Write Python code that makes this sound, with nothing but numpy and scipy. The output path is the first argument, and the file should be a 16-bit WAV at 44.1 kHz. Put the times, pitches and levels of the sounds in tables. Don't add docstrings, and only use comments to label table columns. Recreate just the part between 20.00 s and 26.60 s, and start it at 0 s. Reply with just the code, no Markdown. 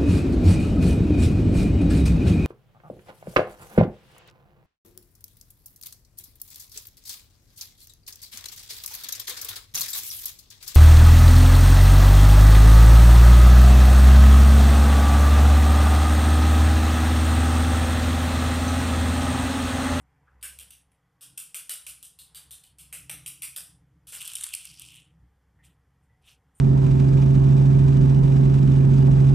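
import sys
import numpy as np
from scipy import signal
from scipy.fft import rfft, irfft
from scipy.io import wavfile
from scipy.ndimage import uniform_filter1d

SR = 44100
rng = np.random.default_rng(int(sys.argv[2]) if len(sys.argv) > 2 else 0)


def dump(signal):
    limited = np.clip(np.atleast_2d(signal).T, -1, 1)
    pcm = np.round(limited * 32767).astype(np.int16)
    wavfile.write(sys.argv[1], SR, pcm)


N = 291060

# (centre [Hz], width [Hz])
BODY_MODES = [(880, 714), (1750, 1253), (2900, 1136), (5100, 1560), (9200, 2500), (13000, 1300)]
ECHO_T60_S = [0.36, 0.4, 0.37, 0.41, 0.34, 0.26]

# (time [s], peak [dB], hollow over bright [dB], shell [Hz], edge [Hz], echo over blow [dB])
CLICKS = [(0.4119, -49.5, -30.5, 3230, 3880, 7), (0.4275, -22, -15.5, 2570, 5730, 5.5),
          (0.5882, -30, -20, 2880, 6100, -5.5), (0.599, -38, -10.5, 3200, 5850, 9),
          (0.706, -35.5, -19.5, 2940, 6800, 0), (0.7204, -47, -34, 2670, 5880, 3),
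          (0.9177, -56, -4, 2340, 5970, -0.5), (1.2095, -33, -13.5, 2950, 4700, 12.5),
          (1.3763, -22, -17.5, 2760, 4800, 1), (1.5451, -20.5, -14.5, 2620, 5700, 3.5),
          (1.6946, -18, -13.5, 3300, 4240, 3.5), (1.8662, -25, -15, 2660, 4700, 3),
          (2.0279, -31, -19.5, 3250, 5140, 1), (2.1888, -33.5, -18.5, 3480, 4070, 3.5),
          (2.3474, -29.5, -13, 3440, 4080, 7), (2.5086, -30, -18.5, 3310, 5750, 4),
          (2.637, -41.5, -34, 3400, 3670, -1), (2.7849, -34.5, -16.5, 2780, 4740, 9.5),
          (2.927, -24, -11, 2440, 5700, 3), (3.0959, -21.5, -9.5, 2460, 6530, 0.5),
          (3.2615, -21.5, -20.5, 2720, 5960, 1.5), (3.421, -20, -19, 2570, 6200, 3.5),
          (3.5626, -21, -12.5, 2900, 5900, -0.5), (4.0702, -32, -15, 2900, 5100, 10.5),
          (4.1227, -28.5, -11, 2490, 5170, 6), (6.2225, -60.5, -15.5, 3180, 5870, -6),
          (6.2602, -52.5, -5.5, 3040, 5090, 7)]
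SHELL_DB, EDGE_DB, TOP_DB = -8, -11, -6
HARD_DB = -25
SOFT_SHELL, SOFT_EDGE, SOFT_TOP = 0.099, 0.12, -0.067
CLATTER_MIN, CLATTER_SPREAD = .42, .5

# (time [s], peak [dB], shell over bright [dB])
JOLTS = [(4.2092, -28.3, -11), (4.2154, -26.3, -14), (4.2274, -27.0, -18), (4.2526, -23.4, -13),
         (4.2577, -26.7, -19), (4.2771, -21.2, -11), (4.2821, -26.7, -10), (4.3349, -25.1, -10),
         (4.3539, -17.7, -14), (4.3577, -20.7, -14), (4.3675, -24.7, -8), (4.4086, -29.7, -3),
         (4.4367, -16.9, -9), (4.4402, -18.2, -18), (4.5353, -24.6, -19), (4.5385, -16.2, -10),
         (4.5496, -18, -26), (4.6536, -26.8, -17), (4.7966, -27.7, -9), (4.82, -31.8, -12)]
JOLT_SHELL_HZ, JOLT_DECAY_S = (2550, 3450), (.0007, .0022)
SMALL_JOLT_SPAN_S, SMALL_JOLT_OVER_ROLL_DB, SMALL_JOLT_SHELL_DB = (4.14, 4.96), 17, -6

# (time [s], bright mode [dB], shell mode [dB])
ROLL = [(4.118, -81, -89), (4.132, -44.5, -51.5), (4.3, -50.5, -48), (4.47, -44.5, -59), (4.55, -55.5, -49),
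        (4.62, -57, -57), (4.7, -56, -57), (4.77, -63.5, -65.5), (4.81, -54, -55.5), (5.0, -63, -58.5),
        (5.05, -72, -66.5), (5.161, -88, -87.5)]
# (time [s], level over bright [dB])
ROLL_EDGE = [(4.118, -6.5), (4.3, -5.5), (4.5, -20), (4.62, -5), (4.72, 3), (4.85, -3), (5.0, -8.5),
             (5.16, -14)]
ROLL_HOLLOW_DB, ROLL_TOP_DB = -8.5, -7
ROLL_HOLLOW_FADE_DB_PER_S, ROLL_TOP_FADE_DB_PER_S = -11, -7.5
ROLL_SHELL_MODE = 2950, 800
RUB_BRIGHT_MODE = 8700, 2600

# (loudest time [s], rise [s], fall [s], bright [dB], shell over bright [dB])
SCUFFS = [(0.005, 0.0059, 0.061, -75, -14), (5.645, 0.022, 0.13, -66, -1), (6.05, 0.056, .05, -80, -16),
          (6.301, 0.086, 0.09, -65, 5.5), (6.571, 0.048, .3, -69, -8.5)]
SCUFF_ENDS_DB = -22.5
SCUFF_HOLD = 0.17
SCUFF_HOLLOW_DB, SCUFF_EDGE_DB, SCUFF_TOP_DB = -11.5, -5.5, -6.5

# (time [s], starting level [dB], centre [Hz], time to fall 60 dB [s], width [Hz])
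PINGS = [(.273, -61, 1400, 0.28, 460), (.43, -49.5, 1630, 0.64, 220), (5.588, -67, 1940, 0.67, 240),
         (6.09, -77, 1980, 1.4, 66), (6.55, -67, 8900, 2.0, 300)]

# (frequency [Hz], relative density [dB])
RUMBLE_SPECTRUM = [(15, -38), (25, -12), (91, -13), (176, -8), (213, -45.5), (275, -11.5), (313, -34),
                   (468, -21.5), (644, -31), (747, -23.5), (1640, -30), (1940, -28), (4000, -54.5),
                   (5200, -79), (8800, -120)]
RUMBLE_RMS_DB = -72
# (time [s], relative level [dB])
MID_SWELL = [(0, 5.5), (.4, 8), (0.8, 2), (2.2, 1), (2.4, 7.5), (2.8, 2), (6.6, 3)]
# (time [s], hum peak [dB], modes rms [dB])
BOOM = [(0.0, -59.5, -73), (0.24, -74, -77.5), (0.37, -57, -82.5), (0.59, -57, -77.5), (0.97, -73.5, -86.5),
        (1.36, -102, -68.5), (1.63, -88.5, -99), (1.91, -65, -77.5), (2.08, -75, -83.5), (2.52, -61, -70.5),
        (2.65, -75, -76.5), (2.85, -59, -73.5), (3.12, -65, -60), (3.64, -68.5, -71), (3.9, -64, -66),
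        (4.58, -68.5, -83), (4.7, -63.5, -65.5), (5.07, -70, -69.5), (5.24, -56.5, -68.5), (5.39, -67, -88),
        (5.66, -65, -75), (6.6, -67, -96)]
HUM_HZ = 65
OCTAVE_DB = 3.5
# (centre [Hz], width [Hz])
ROOM_MODES = [(98, 85), (160, 16), (300, 40)]
THUD_FROM_HUM_DB, THUD_FROM_MODES_DB = -12.5, -4
THUD_LATE_DB, LATE_S = -75, 5.2
TOP_ROOM_MODE_DB = -10.5

# (frequency [Hz], relative density [dB])
HISS_SPECTRUM = [(1180, -36), (2000, -13.5), (3280, -1.5), (3810, -11.5), (4840, -8), (8420, -11.5),
                 (14400, -13)]
HISS_MID_RMS_DB = -83.5
# (frequency [Hz], gain [dB])
ROLL_OFF = [(100, 0), (14400, 0), (14650, -45), (16000, -50)]
# (frequency [Hz], side over mid [dB])
WIDE = [(3900, -67), (4600, -29), (6500, -5), (9000, 0.5), (15000, -2)]
SIDE_DB = 1.0
BAND_LIMIT_HZ = 15633


def gain_of(db):
    return 10 ** (np.asarray(db) / 20)


def evened(x):
    return x / np.sqrt(np.mean(x ** 2) + 1e-20)


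def read(points, hz):
    f, value = np.transpose(points)
    return np.interp(np.log(hz + 1), np.log(f + 1), value)


def add(mix, start_s, sound):
    part = mix[round(start_s * SR):][:len(sound)]
    part += sound[:len(part)]


def ring(x, hz, width_hz, order=2):
    edges_hz = [hz - width_hz / 2, hz + width_hz / 2]
    sos = signal.butter(order, edges_hz, "bandpass", fs=SR, output="sos")
    return signal.sosfilt(sos, x) * np.sqrt(SR / 2 / width_hz)


def shaped(points, size, patchy_db):
    frames, hz = 4 * N // size + 5, np.fft.rfftfreq(size, 1 / SR)
    real, imag, patches = rng.standard_normal((frames, len(hz), 3)).T
    patches = uniform_filter1d(patches, size=6, axis=0)
    patches = evened(uniform_filter1d(patches, size=8, axis=1))
    level_db = read(points, hz)[:, None] + patchy_db * patches
    return hz, (real + 1j * imag) * gain_of(level_db)


def echoes(t, lumpy_db):
    lumps = evened(uniform_filter1d(rng.standard_normal(len(t)), size=120))
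    build_up = 1 - np.exp(-t / 0.011)
    dense = rng.standard_normal(len(t)) * gain_of(lumpy_db * lumps) * build_up
    tails = dense * gain_of(-60 * t / np.array(ECHO_T60_S)[:, None])
    return tails / np.linalg.norm(tails, axis=1, keepdims=True)


def strike(drives, pitches_hz, levels_db):
    out = 0
    for drive, hz, db, (_, width_hz) in zip(drives, pitches_hz, levels_db, BODY_MODES):
        out = out + gain_of(db) * ring(drive, hz, width_hz)
    comb = evened(uniform_filter1d(rng.standard_normal(257), size=3))
    comb_hz = np.arange(257) * SR / 512
    depth_db = np.interp(comb_hz, (1500, 3000, 5500, 7000), (1.2, 2.6, 2.8, 1.3))
    cepstrum = irfft(np.log(gain_of(depth_db * comb)))
    fold = np.r_[1, 2 * np.ones(255), 1, np.zeros(255)]
    causal = irfft(np.exp(rfft(cepstrum * fold)))
    return signal.oaconvolve(out, causal / np.linalg.norm(causal))


def click(peak_db, hollow_db, shell_hz, edge_hz, echo_db):
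    t = np.arange(SR // 2) / SR
    tick = rng.choice([-1., 1.], len(t)) * np.exp(-t / .0014)
    for late, size in rng.random((8, 2)):
        burst = rng.standard_normal(300) * np.exp(-t[:300] / .0015)
        tap_gain = (CLATTER_MIN + CLATTER_SPREAD * size) * np.exp(-late)
        add(tick, .002 + .045 * late ** 2, tap_gain * burst)
    drives = tick / np.linalg.norm(tick) + gain_of(echo_db) * echoes(t, lumpy_db=0.0)
    thud, hollow, _, _, bright, top = [hz for hz, _ in BODY_MODES]
    pitches_hz = (thud, hollow, shell_hz, edge_hz, bright, top)
    softer_db = HARD_DB - peak_db
    shell_db = SHELL_DB + softer_db * SOFT_SHELL
    edge_db = EDGE_DB + softer_db * SOFT_EDGE
    top_db = TOP_DB + softer_db * SOFT_TOP
    thud_db = 2.3 * hollow_db + 6.5
    out = strike(drives, pitches_hz, (thud_db, hollow_db, shell_db, edge_db, 0, top_db))
    crest = 5.96
    return gain_of(peak_db) * out / (crest * np.std(out[:1300]))


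def jolt(peak_db, shell_db):
    t = np.arange(SR // 2) / SR
    shell_hz = rng.uniform(*JOLT_SHELL_HZ)
    decay_s = np.exp(rng.uniform(*np.log(JOLT_DECAY_S)))
    snap = rng.choice([-1., 1.], len(t)) * np.exp(-t / decay_s) * (t < 2 * decay_s)
    echo_db = [[-4], [-4], [-5], [-5], [-7], [-13]]
    drives = snap / np.linalg.norm(snap) + gain_of(echo_db) * echoes(t, lumpy_db=0.0)
    pitches_hz = [hz for hz, _ in BODY_MODES]
    pitches_hz[2] = shell_hz
    narrow_db = 10 * np.log10(BODY_MODES[4][1] / BODY_MODES[2][1])
    out = strike(drives, pitches_hz, (-34, -26, shell_db + narrow_db, -11, 0, -8))
    return gain_of(peak_db) * out / abs(out[:200]).max()


def rub(s, levels_db, shell_mode, bumps_per_s, spread_db, blur):
    t = np.arange(s[0], s[-1], 1 / SR)
    sizes = gain_of(spread_db * np.minimum(rng.exponential(1, len(t)), 4))
    bumps = sizes * (rng.random(len(t)) < bumps_per_s / SR)
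    drive = evened(bumps * rng.standard_normal(len(t))) + blur * rng.standard_normal(len(t))
    drifts_db = [2.2 * evened(v) for v in uniform_filter1d(rng.standard_normal((5, len(t))), size=700)]
    modes = (BODY_MODES[1], shell_mode, BODY_MODES[3], RUB_BRIGHT_MODE, BODY_MODES[5])
    out = np.zeros(len(t))
    for mode, db, drift_db in zip(modes, levels_db, drifts_db):
        out += gain_of(np.interp(t, s, db) + drift_db) * evened(ring(drive, *mode))
    return s[0], out * signal.windows.tukey(len(t), .02)


def roll():
    s, bright_db, shell_db = np.transpose(ROLL)
    elapsed_s = s - s[0]
    hollow_db = bright_db + ROLL_HOLLOW_DB + ROLL_HOLLOW_FADE_DB_PER_S * elapsed_s
    top_db = bright_db + ROLL_TOP_DB + ROLL_TOP_FADE_DB_PER_S * elapsed_s
    edge_db = bright_db + np.interp(s, *np.transpose(ROLL_EDGE))
    levels_db = (hollow_db, shell_db, edge_db, bright_db, top_db)
    return rub(s, levels_db, ROLL_SHELL_MODE, bumps_per_s=1500, spread_db=3.0, blur=.8)


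def scuff(top_s, rise_s, fall_s, bright_db, body_db):
    offsets_s = np.array([-rise_s, -SCUFF_HOLD * rise_s, SCUFF_HOLD * fall_s, fall_s])
    s = np.maximum(top_s + offsets_s, 0)
    bright = bright_db + SCUFF_ENDS_DB * np.array([1, 0, 0, 1])
    shell = bright + body_db
    levels_db = (shell + SCUFF_HOLLOW_DB, shell, shell + SCUFF_EDGE_DB, bright, bright + SCUFF_TOP_DB)
    return rub(s, levels_db, BODY_MODES[2], bumps_per_s=3000, spread_db=1.0, blur=0.95)


def ping(db, hz, t60_s, width_hz):
    t = np.arange(SR // 8) / SR
    shake = evened(ring(rng.standard_normal(len(t)), hz, width_hz))
    return gain_of(db - 60 * t / t60_s) * shake * np.cos(np.pi / 2 * t / t[-1]) ** .5


def rumble():
    hz, z = shaped(RUMBLE_SPECTRUM, size=2048, patchy_db=1.5)
    frame_s = np.arange(z.shape[1]) * 512 / SR
    z[hz > 350] *= gain_of(np.interp(frame_s, *np.transpose(MID_SWELL)))
    noise = evened(signal.istft(z, nperseg=2048, noverlap=1536)[1][:N])
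    s, *levels_db = np.transpose(BOOM)
    t = np.arange(N) / SR
    hum, narrow = (gain_of(np.interp(t, s, db)) for db in levels_db)
    wide = gain_of(THUD_FROM_HUM_DB) * hum + gain_of(THUD_FROM_MODES_DB) * narrow
    wide += gain_of(THUD_LATE_DB) * np.clip((t - LATE_S) / 0.35, 0, 1)
    slow = uniform_filter1d(uniform_filter1d(rng.standard_normal((2, N)), size=2000), size=2000)
    waver, throb = (evened(v) for v in slow)
    phase = 2 * np.pi * np.cumsum(HUM_HZ + 1.5 * waver) / SR
    low = hum * np.sin(phase) + gain_of(OCTAVE_DB) * narrow * np.sin(2 * phase)
    for mode, level in zip(ROOM_MODES, (wide, narrow, gain_of(TOP_ROOM_MODE_DB) * narrow)):
        low += level * evened(ring(rng.standard_normal(N), *mode))
    return gain_of(RUMBLE_RMS_DB) * noise + low * gain_of(1.6 * throb)


def scene():
    toy = np.zeros(N)
    for s, *row in CLICKS:
        add(toy, s, click(*row))
    for s, *row in JOLTS:
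        add(toy, s, jolt(*row))
    roll_s, roll_db, _ = np.transpose(ROLL)
    for s in rng.uniform(*SMALL_JOLT_SPAN_S, size=24):
        peak_db = np.interp(s, roll_s, roll_db) + SMALL_JOLT_OVER_ROLL_DB
        add(toy, s, jolt(peak_db, SMALL_JOLT_SHELL_DB))
    add(toy, *roll())
    for row in SCUFFS:
        add(toy, *scuff(*row))
    for s, *row in PINGS:
        add(toy, s, ping(*row))
    return np.tile(toy + rumble(), (2, 1))


def record(dry):
    hz, _, z = signal.stft(dry.mean(0), SR, nperseg=256, noverlap=192)
    power = uniform_filter1d(uniform_filter1d(abs(z) ** 2, size=25, axis=0), size=15, axis=1)
    under_db = np.clip(-88 - 10 * np.log10(power + 1e-16), 0, 25)
    treble = np.clip((hz[:, None] - 1200) / 1500, 0, 1)
    z = z * gain_of(-.9 * under_db * treble + read(ROLL_OFF, hz)[:, None])

    _, hiss = shaped(HISS_SPECTRUM + [(14700, -55.5)], size=256, patchy_db=0.9)
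    hiss = hiss[:, :z.shape[1]]
    z = z + gain_of(HISS_MID_RMS_DB) * hiss / np.sqrt(np.mean(abs(hiss) ** 2) * 85)

    patches = uniform_filter1d(rng.standard_normal(z.shape), size=12, axis=0)
    patches = uniform_filter1d(patches, size=40, axis=1)
    turn = np.exp(2j * np.pi * rng.random(z.shape))
    side = z * turn * gain_of(read(WIDE, hz)[:, None] + SIDE_DB) * (evened(patches) > -.2)
    out = signal.istft(np.array([z + side, z - side]), nperseg=256, noverlap=192)[1][:, :N]
    low_pass = signal.firwin(511, BAND_LIMIT_HZ, window=("kaiser", 9), fs=SR)
    return signal.oaconvolve(out, low_pass[None], "same")


dry = scene()
out = record(dry)
dump(out)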